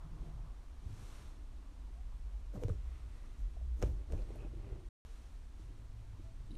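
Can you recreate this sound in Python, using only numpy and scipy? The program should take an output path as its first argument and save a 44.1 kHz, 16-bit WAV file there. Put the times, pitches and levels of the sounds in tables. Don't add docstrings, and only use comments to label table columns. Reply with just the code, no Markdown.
import sys
import numpy as np
from scipy import signal
from scipy.fft import rfft, irfft, next_fast_len
from scipy.io import wavfile

SR = 44100
rng = np.random.default_rng(int(sys.argv[2]) if len(sys.argv) > 2 else 0)


def materialize(psi):
    bounded = np.clip(np.atleast_2d(psi).T, -1, 1)
    quanta = np.round(bounded * 32767).astype(np.int16)
    wavfile.write(sys.argv[1], SR, quanta)


N = 289737


# start in seconds, level in dB, then how much
# louder or softer the cloth's ring, the needle's ring and its tip's ping are, in dB.
SNAPS = [(2.6359, -37.5, 5.5, -7, -11), (2.638, -47, 3, 7, -11), (2.6835, -43, 8, -16, -25),
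         (2.6932, -43.5, -8, -8, -18), (3.819, -40.5, -4, -11, -11), (3.8256, -26.5, -4, -2.5, 5),
         (3.8278, -37, -24.5, 1, 3.5), (3.8306, -36, -8.5, -9, -11), (3.834, -50.5, -2.5, -10, -15.5),
         (4.123, -39.5, 1, -9, -3)]
# start in seconds, level in dB, pitch in Hz, ring length (1 is free cloth).
PLUCKS = [(1.904, -54.5, 290, 1.1), (2.538, -49, 520, 1.2), (2.553, -51.5, 760, 1),
          (2.573, -47.5, 504, 0.96), (2.600, -53, 604, 0.56), (2.612, -60, 600, 0.71),
          (2.618, -41, 486, 1.8), (2.626, -40, 477, 0.7), (2.656, -44, 480, 0.8), (2.694, -36.5, 472, 0.6),
          (3.567, -52, 677, 0.62), (3.613, -52, 645, 0.45), (3.821, -38.5, 760, 1.3),
          (3.824, -37.5, 509, 1.6), (3.8356, -23.5, 397, 0.35), (3.875, -54, 600, 0.72),
          (3.894, -51, 500, 1.2), (4.104, -55, 656, .7), (4.1346, -38.5, 524, 0.24), (4.191, -48, 503, 2.1),
          (4.305, -39, 403, 0.32), (4.357, -49.5, 640, .6), (4.447, -41.5, 282, 1.35),
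          (4.536, -44.5, 338, 0.7), (4.57, -47.5, 324, 1.7), (4.672, -49, 455, 0.26), (4.726, -44, 367, .4),
          (4.759, -43.5, 317, 0.75), (5.595, -52.5, 315, 1.8), (6.196, -48, 313, 1.46),
          (6.507, -47, 288, 2), (6.531, -52, 244, 1.5), (6.553, -52, 300, 1.4)]
# pitch in Hz, width in Hz, level in dB.
SNAP_RINGS = [(1350, 420, 17), (1550, 460, 10), (2120, 270, 10.5), (2366, 290, 13), (2800, 190, 4.5)]
NEEDLE_RINGS = [(5480, 1750, 12), (6630, 540, 4), (9330, 2400, -15.5), (12260, 1400, 1)]
TIP_RINGS = [(14830, 420, 6.5)]
CLOTH_HZ = 445

def needle(snap_db, pluck_db, after_db):
    out = np.zeros(N)
    for s, db, ring_db, bright_db, ping_db in SNAPS:
        jolt = fibre_snap()
        steel = undb(bright_db) * resonate(jolt, NEEDLE_RINGS)
        ping = undb(ping_db) * resonate(jolt, TIP_RINGS)
        add(out, s, resonate(jolt, SNAP_RINGS) + steel + ping, db + snap_db)
        add(out, s, cloth_ring(CLOTH_HZ, push_s=0.00034), db + ring_db)
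    for s, db, hz, length in PLUCKS:
        add(out, s, cloth_ring(hz, push_s=0.0027, length=length), db + pluck_db)
    return out + undb(after_db) * resonate(out, LINGERING_RINGS)


def fibre_snap():
    burst = .3 * crack(decay_s=.0009, tail_db=-20, tail_s=.018)
    burst[0] = 2.5
    return dull(burst, top_hz=11400)


# multiple of the pitch, seconds to fade by 60 dB, level in dB.
CLOTH_TONES = [(0.68, 0.013, 11.5), (0.994, 0.038, 7), (1.17, .03, -19), (1.581, 0.038, -14)]

def cloth_ring(hz, push_s, length=1):
    t = np.arange(SR // 8) / SR
    ring = sum(undb(db - 60 * t / (fade_s * length)) * np.sin(2 * np.pi * hz * ratio * t)
               for ratio, fade_s, db in CLOTH_TONES)
    return ring * (1 - np.exp(-t / push_s))


# start in seconds, level in dB, pitch in Hz.
THUDS = [(0.858, -39, 71), (0.928, -44, 102), (2.546, -43.5, 193), (2.569, -40, 111), (2.647, -29, 104),
         (2.689, -44, 184), (2.702, -28.5, 86), (3.827, -32, 107.6), (3.845, -24.5, 43), (4.13, -34, 66),
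         (4.717, -34, 48.6)]

def cloth_rebound(thud_db, swell_s):
    out, t = np.zeros(N), np.arange(SR // 3) / SR
    for s, db, hz in THUDS:
        add(out, s, t * np.exp(-t / swell_s) * np.sin(2 * np.pi * hz * t), db + thud_db)
    return out


# fastest moment, rise and fall in seconds, then the levels of
# hiss, drag on the cloth and scrape in dB.
PULLS = [(.27, 0.21, 0.12, -78, -60.5, -85), (1.09, 0.38, .28, -66, -67, -99),
         (1.2, 0.16, 0.26, -70, -71, -78), (2.97, 0.3, 0.13, -77.5, -71, -74.5),
         (3.2, 0.26, 0.45, -77.5, -69, -76), (4.0, 0.066, 0.072, -88, -60.5, -82),
         (4.2, 0.049, 0.075, -74, -54, -80), (4.32, 0.15, 0.19, -75.5, -56, -75.5),
         (4.43, 0.08, 0.087, -80, -52.5, -89), (4.68, 0.32, 0.27, -96, -57, -76.5),
         (5.07, 0.12, 0.52, -72.5, -88, -85), (5.61, 0.068, 0.1, -75, -77, -96),
         (5.74, 0.12, 0.19, -81, -70, -99), (6.25, 0.087, 0.088, -80, -74, -89)]
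# strongest moment in seconds, then hiss, drag and frame jolt in dB.
PUSHES = [(2.558, -75, -50, -51), (2.637, -71.5, -52, -47), (2.70, -70, -59, -47),
          (3.832, -64, -44.5, -38.5), (4.124, -68.5, -47, -42)]
# frequency in Hz, level in dB.
HISS_COLOUR = [(300, -1), (1100, 11), (2000, 4), (3600, 4.5), (4300, 3.5), (4900, -2), (5600, 4),
               (7000, 0.5), (9700, -1), (10400, -8), (11800, -3.5), (13500, -25), (15500, -17)]
DRAG_COLOUR = [(120, -12.5), (300, 9.5), (750, -1.5), (1000, -4), (2000, -5.5), (9000, -32)]
# pitch in Hz, width in Hz, level in dB.
LINGERING_RINGS = [(209.3, 31, 6), (292.5, 23, -1), (345, 20, -2.5), (395.6, 40, -3.5), (477.6, 38, -3.5),
                   (585.5, 13, 3.5), (671, 16, -4.5), (776, 13, -1), (869, 12, -4.5)]
SCRAPE_RINGS = [(1280, 340, 7), (1970, 330, 4), (2530, 150, -2.5), (3150, 470, -25)]
SLACK_HISS_DB, SLACK_DRAG_DB = -82.5, -80.5

def thread(slide_db, drag_db, scrape_db):
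    hiss = colour(friction(per_second=3000, spread_db=-0.5, smooth=0.93), HISS_COLOUR)
    coarse_slips = friction(per_second=490, spread_db=3.0, smooth=0.86)
    drag = colour(resonate(coarse_slips, LINGERING_RINGS), DRAG_COLOUR)
    scrape = unit(resonate(friction(per_second=560, spread_db=2.0, smooth=1.0), SCRAPE_RINGS))
    pulls = [(swell(s, rise, fall), levels) for s, rise, fall, *levels in PULLS]
    moves = pulls + [(press(s), levels) for s, *levels in PUSHES]
    sliding = together([(shape, db) for shape, (db, _, _) in moves], SLACK_HISS_DB)
    dragging = together([(shape, db) for shape, (_, db, _) in moves], SLACK_DRAG_DB)
    scraping = together([(shape, db) for shape, (_, _, db) in pulls])
    return (undb(slide_db) * hiss * sliding
            + undb(drag_db) * drag * dragging
            + undb(scrape_db) * dull(scrape, top_hz=5000) * scraping)


# strongest moment, rise and fall in seconds, level in dB,
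# pitch in Hz.
LEANS = [(.3, .35, 0.45, -46, 40.34), (2.47, 1, 0.14, -43.5, 46.7), (2.9, 0.29, 0.37, -45.5, 53.72),
         (3.41, 0.042, 0.18, -39, 42), (3.69, 0.19, 0.15, -38.5, 57.86), (4.45, 0.21, 0.33, -46, 44),
         (6.53, 0.22, 0.32, -44.5, 32)]
# frequency in Hz, level in dB.
SWAY_COLOUR = [(12, -26.5), (26, 0.5), (39, 0), (47, -3.5), (56, -4), (66, -5), (80, -14), (140, -27.5),
               (300, -79.5)]
RECOIL_DB, RESTING_SWAY_DB = 2.5, -51

def frame_sway(sway_db, width_hz):
    leans = sum(undb(db) * swell(s, rise, fall) * waver(hz, width_hz) for s, rise, fall, db, hz in LEANS)
    recoils = [(swell(s + 0.029, rise_s=0.11, fall_s=0.26), db + RECOIL_DB) for s, _, _, db in PUSHES]
    motion = colour(rng.standard_normal(N), SWAY_COLOUR)
    evened = motion / np.sqrt(np.abs(signal.hilbert(motion)))
    swing = colour(evened, [(75, 2.5), (150, -19.5), (600, -70.0)])
    return undb(sway_db) * (leans + swing * together(recoils, RESTING_SWAY_DB))


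# start and length in seconds, level in dB, the frame's pitch and width in Hz.
RUBS = [(0.04, 0.27, -52, 152.6, 22), (0.301, .17, -52.5, 135, 37), (0.82, 0.21, -51, 121, 85),
        (1.08, 0.2, -58, 130, 110), (1.299, 0.544, -67.5, 260, 65), (2.94, 0.75, -60, 107.4, 58),
        (4.28, 0.56, -51.5, 111, 41), (5.626, 0.88, -53.5, 104, 13.6), (5.683, .14, -65, 315, 70),
        (6.129, 0.07, -56, 108, 21), (6.385, 0.066, -52, 105, 16), (6.494, 0.068, -56, 210, 100)]
# frequency in Hz, level in dB.
SKIN_COLOUR = [(50, -24.5), (90, 7), (200, -9.5), (300, -4.5), (800, -26.5)]
RESTING_GRIP_HZ, RESTING_RUB_DB = 111.5, -65
JOLT_LAG_S = 0.026

def finger_rubs(hands_db, grip_width_hz):
    skin = colour(friction(per_second=200, spread_db=-2.5, smooth=0.88), SKIN_COLOUR)
    jolts = together([(press(s + JOLT_LAG_S), db) for s, _, _, db in PUSHES], RESTING_RUB_DB)
    rubs = unit(resonate(skin, [(RESTING_GRIP_HZ, grip_width_hz, 0)])) * jolts
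    for s, length, db, hz, width in RUBS:
        finger = np.roll(skin, rng.integers(N))
        rubs += undb(db) * unit(resonate(finger, [(hz, width, 0)])) * stroke(s, length)
    return undb(hands_db) * rubs


# start and length in seconds, first pitch, last pitch and width in Hz, level in dB.
SQUEAKS = [(0.217, 0.096, 681, 694, 33, -71), (1.781, 0.1, 1034, 960, 180, -78),
           (1.951, 0.057, 660, 750, 75, -70.5), (2.691, 0.027, 480, 396, 62, -53),
           (4.618, 0.25, 397.6, 351, 20, -64.5), (5.066, 0.05, 452, 458, 7.5, -70),
           (6.12, 0.05, 956, 1033, 130, -71), (6.232, 0.075, 659, 657, 15, -70.5)]

def thread_squeaks(squeak_db):
    out, t = np.zeros(N), np.arange(N) / SR
    for s, length, start_hz, end_hz, width_hz, db in SQUEAKS:
        pitch = np.interp(t, [s, s + length], [start_hz, end_hz])
        out += undb(db + squeak_db) * waver(pitch, width_hz) * stroke(s, length)
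    return out


# strongest moment, rise and fall in seconds, level in dB.
SCRATCHES = [(2.56, 0.045, 0.039, -73), (2.632, 0.056, .035, -72), (3.40, 0.048, 0.045, -77.5),
             (3.799, .06, .02, -74), (3.822, 0.014, .025, -65), (3.87, .04, 0.13, -76),
             (4.16, .07, .09, -79)]
# frequency in Hz, level in dB.
SCRATCH_COLOUR = [(1500, -27.5), (4500, -4.5), (6200, 4.5), (9400, -4), (10500, -8.5), (12200, 2),
                  (13300, -19), (15500, -24.5)]

def needle_scratches(scratch_db):
    grit = colour(friction(per_second=900, spread_db=2.0, smooth=0.7), SCRATCH_COLOUR)
    moves = [(swell(s, rise, fall), db) for s, rise, fall, db in SCRATCHES]
    return undb(scratch_db) * grit * together(moves)


# strongest moment and length in seconds, level in dB.
GRINDS = [(2.54, .014, -64), (2.555, .012, -62), (2.565, .010, -61), (2.608, .008, -63), (2.642, .012, -66),
          (2.699, 0.019, -56), (4.103, 0.0049, -55), (4.298, 0.034, -70), (4.437, .03, -63)]
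# pitch in Hz, width in Hz, level in dB.
GRIND_RINGS = [(1234, 420, 7), (1480, 300, -9.5)]

def point_grinding(grind_db):
    slips = friction(per_second=1100, spread_db=-4.0, smooth=0.8)
    grind = unit(resonate_twice(slips, GRIND_RINGS))
    moves = [(swell(s, length / 2, length / 2), db) for s, length, db in GRINDS]
    return undb(grind_db) * grind * together(moves)


# strongest moment, rise and fall in seconds, level in dB.
TUGS = [(4.19, .08, .06, -76), (4.31, .05, .07, -78), (4.425, 0.073, 0.089, -70), (4.67, .14, .16, -77)]
# pitch in Hz, width in Hz, level in dB.
RASP_RINGS = [(2560, 430, 0)]

def thread_tightening(rasp_db):
    slips = friction(per_second=450, spread_db=6.0, smooth=0.6)
    rasp = unit(resonate_twice(slips, RASP_RINGS))
    return undb(rasp_db) * rasp * together([(swell(s, rise, fall), db) for s, rise, fall, db in TUGS])


# start in seconds, level in dB, pitch in Hz, fade time in seconds.
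TICKS = [(4.219, -59.5, 4270, 0.0042), (4.358, -62, 10900, 0.001)]
# start in seconds, level in dB.
BEAD_TOUCHES = [(6.507, -53), (6.5155, -51.5), (6.54, -57), (6.552, -51)]
# pitch in Hz, width in Hz, level in dB.
BEAD_RINGS = [(3000, 340, 0), (3880, 540, 2), (10000, 590, -2.5)]

def beads(bead_db, tick_width):
    out = np.zeros(N)
    for s, db, hz, decay_s in TICKS:
        tick = crack(decay_s, tail_db=-15, tail_s=0.027)
        add(out, s, resonate_twice(tick, [(hz, hz * tick_width, 0)]), db)
    for s, db in BEAD_TOUCHES:
        touch = crack(decay_s=0.0021, tail_db=-16, tail_s=0.023)
        add(out, s, resonate_twice(touch, BEAD_RINGS), db + bead_db)
    return out


# frequency in Hz, level in dB.
ROOM_COLOUR = [(20, -6), (35, -5.5), (58, -1), (85, -24), (115, -32), (175, -28), (240, -23.5),
               (310, -28.5), (500, -34), (1050, -38), (1900, -41.5), (4300, -46), (4900, -48.5),
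               (5600, -48), (9500, -53), (15500, -65.5)]
RUSH_COLOUR = [(300, -18), (650, -1), (800, -3.5), (1080, 0.5), (1600, -13.5), (3000, -36.5), (6000, -40.5)]
ROOM_DB = -53.5
RUSH_START_DB, RUSH_FADE_DB_PER_S, RUSH_REST_DB, FLUTTER_DB = -69.5, 3.5, -81, 1.95
WHINE_HZ, WHINE_DB, WHINE_WANDER_DB = 8500, -93.5, 3

def room():
    steady = undb(ROOM_DB) * colour(rng.standard_normal(N), ROOM_COLOUR)
    fading = np.maximum(RUSH_START_DB - RUSH_FADE_DB_PER_S * np.arange(N) / SR, RUSH_REST_DB)
    flutter = FLUTTER_DB * wander(rate_hz=7.2)
    rush = undb(fading + flutter) * colour(rng.standard_normal(N), RUSH_COLOUR)
    whine_gain = undb(WHINE_DB + WHINE_WANDER_DB * wander(rate_hz=2.2))
    whine = unit(resonate(rng.standard_normal(N), [(WHINE_HZ, 30, 0)]))
    return steady + rush + whine_gain * whine


def friction(per_second, spread_db, smooth):
    caught = rng.random(N) < per_second / SR
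    sizes = undb(spread_db * np.minimum(rng.exponential(size=N), 3))
    return unit(caught * sizes * rng.choice([-1, 1], N)) + smooth * rng.standard_normal(N)


def crack(decay_s, tail_db, tail_s):
    t = np.arange(SR // 4) / SR
    return rng.standard_normal(len(t)) * (np.exp(-t / decay_s) + undb(tail_db) * np.exp(-t / tail_s))


def waver(hz, width_hz):
    smooth = signal.butter(2, np.clip(width_hz / 2, 1, 500), fs=SR, output="sos")
    a, b = signal.sosfilt(smooth, rng.standard_normal((2, N)))
    wobble = (a + 1j * b) / np.sqrt(np.hypot(a, b) + 1e-18)
    tone = np.exp(2j * np.pi * np.cumsum(hz * np.ones(N)) / SR)
    return unit((wobble * tone).real)


def wander(rate_hz):
    return colour(rng.standard_normal(N), [(rate_hz, 0), (3 * rate_hz, -60), (9 * rate_hz, -140)])


def swell(s, rise_s, fall_s):
    t = np.arange(N) / SR - s
    moving, out = (t > -rise_s) & (t < fall_s), np.zeros(N)
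    out[moving] = np.cos(np.pi / 2 * t[moving] / np.where(t[moving] < 0, rise_s, fall_s)) ** 2
    return out


def press(s, rise_s=0.021, fall_s=0.059):
    t = np.arange(N) / SR - s
    return np.exp(-np.abs(t) / np.where(t < 0, rise_s, fall_s))


def stroke(s, length_s, rise_s=0.0095, fall_s=0.019):
    t = np.arange(N) / SR - s
    return np.clip(t / rise_s, 0, 1) * np.exp(-np.maximum(t - length_s, 0) / fall_s)


def together(moves, rest_db=-np.inf):
    return np.sqrt(undb(rest_db) ** 2 + sum((undb(db) * shape) ** 2 for shape, db in moves))


def colour(x, points):
    hz, db = np.transpose(points)
    size = next_fast_len(N)
    bins = np.maximum(np.fft.rfftfreq(size, 1 / SR), 1)
    gain = undb(np.interp(np.log(bins), np.log(hz), db))
    return unit(irfft(rfft(x, size) * gain, size)[:N])


def resonate(x, rings):
    return sum(undb(db) * signal.lfilter(*signal.iirpeak(min(hz, SR / 2 - 1), hz / width, fs=SR), x)
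               for hz, width, db in rings)


def resonate_twice(x, rings):
    return resonate(resonate(x, rings), rings)


def dull(x, top_hz):
    return signal.sosfilt(signal.butter(3, min(top_hz, .45 * SR), fs=SR, output="sos"), x)


def add(track, s, sound, db):
    start = int(s * SR)
    part = sound[:N - start]
    track[start:start + len(part)] += undb(db) * part / np.abs(sound).max()


def undb(db):
    return 10 ** (np.asarray(db) / 20)


def unit(x):
    return x / np.sqrt(np.mean(x ** 2))


def scene():
    swish = thread(slide_db=1.5, drag_db=-2.5, scrape_db=2.5)
    hands = frame_sway(sway_db=1.0, width_hz=16) + finger_rubs(hands_db=-2.0, grip_width_hz=69)
    catching = thread_squeaks(squeak_db=-1.5) + needle_scratches(scratch_db=-0.5)
    catching += point_grinding(grind_db=-5.0) + thread_tightening(rasp_db=-1.5)
    pops = needle(snap_db=-1.5, pluck_db=-1.5, after_db=-16) + cloth_rebound(thud_db=0.5, swell_s=0.0074)
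    ticks = beads(bead_db=-6.5, tick_width=0.27)
    return (swish + hands + catching + pops + ticks + room())[None]


SILENT_FROM_S, SILENT_UNTIL_S, RETURN_CLICK_DB = 4.890, 5.0503, -44
TOP_HZ = 15550

def record(dry):
    t = np.arange(N) / SR
    fade = np.clip((SILENT_FROM_S - t) / .003, 0, 1)
    sound = dry * np.where(t > SILENT_UNTIL_S, 1, fade)
    add(sound[0], SILENT_UNTIL_S, np.exp(-t / 0.003), RETURN_CLICK_DB)
    return signal.sosfilt(signal.ellip(10, .2, 70, TOP_HZ, fs=SR, output="sos"), sound)


dry = scene()
out = record(dry)
materialize(out)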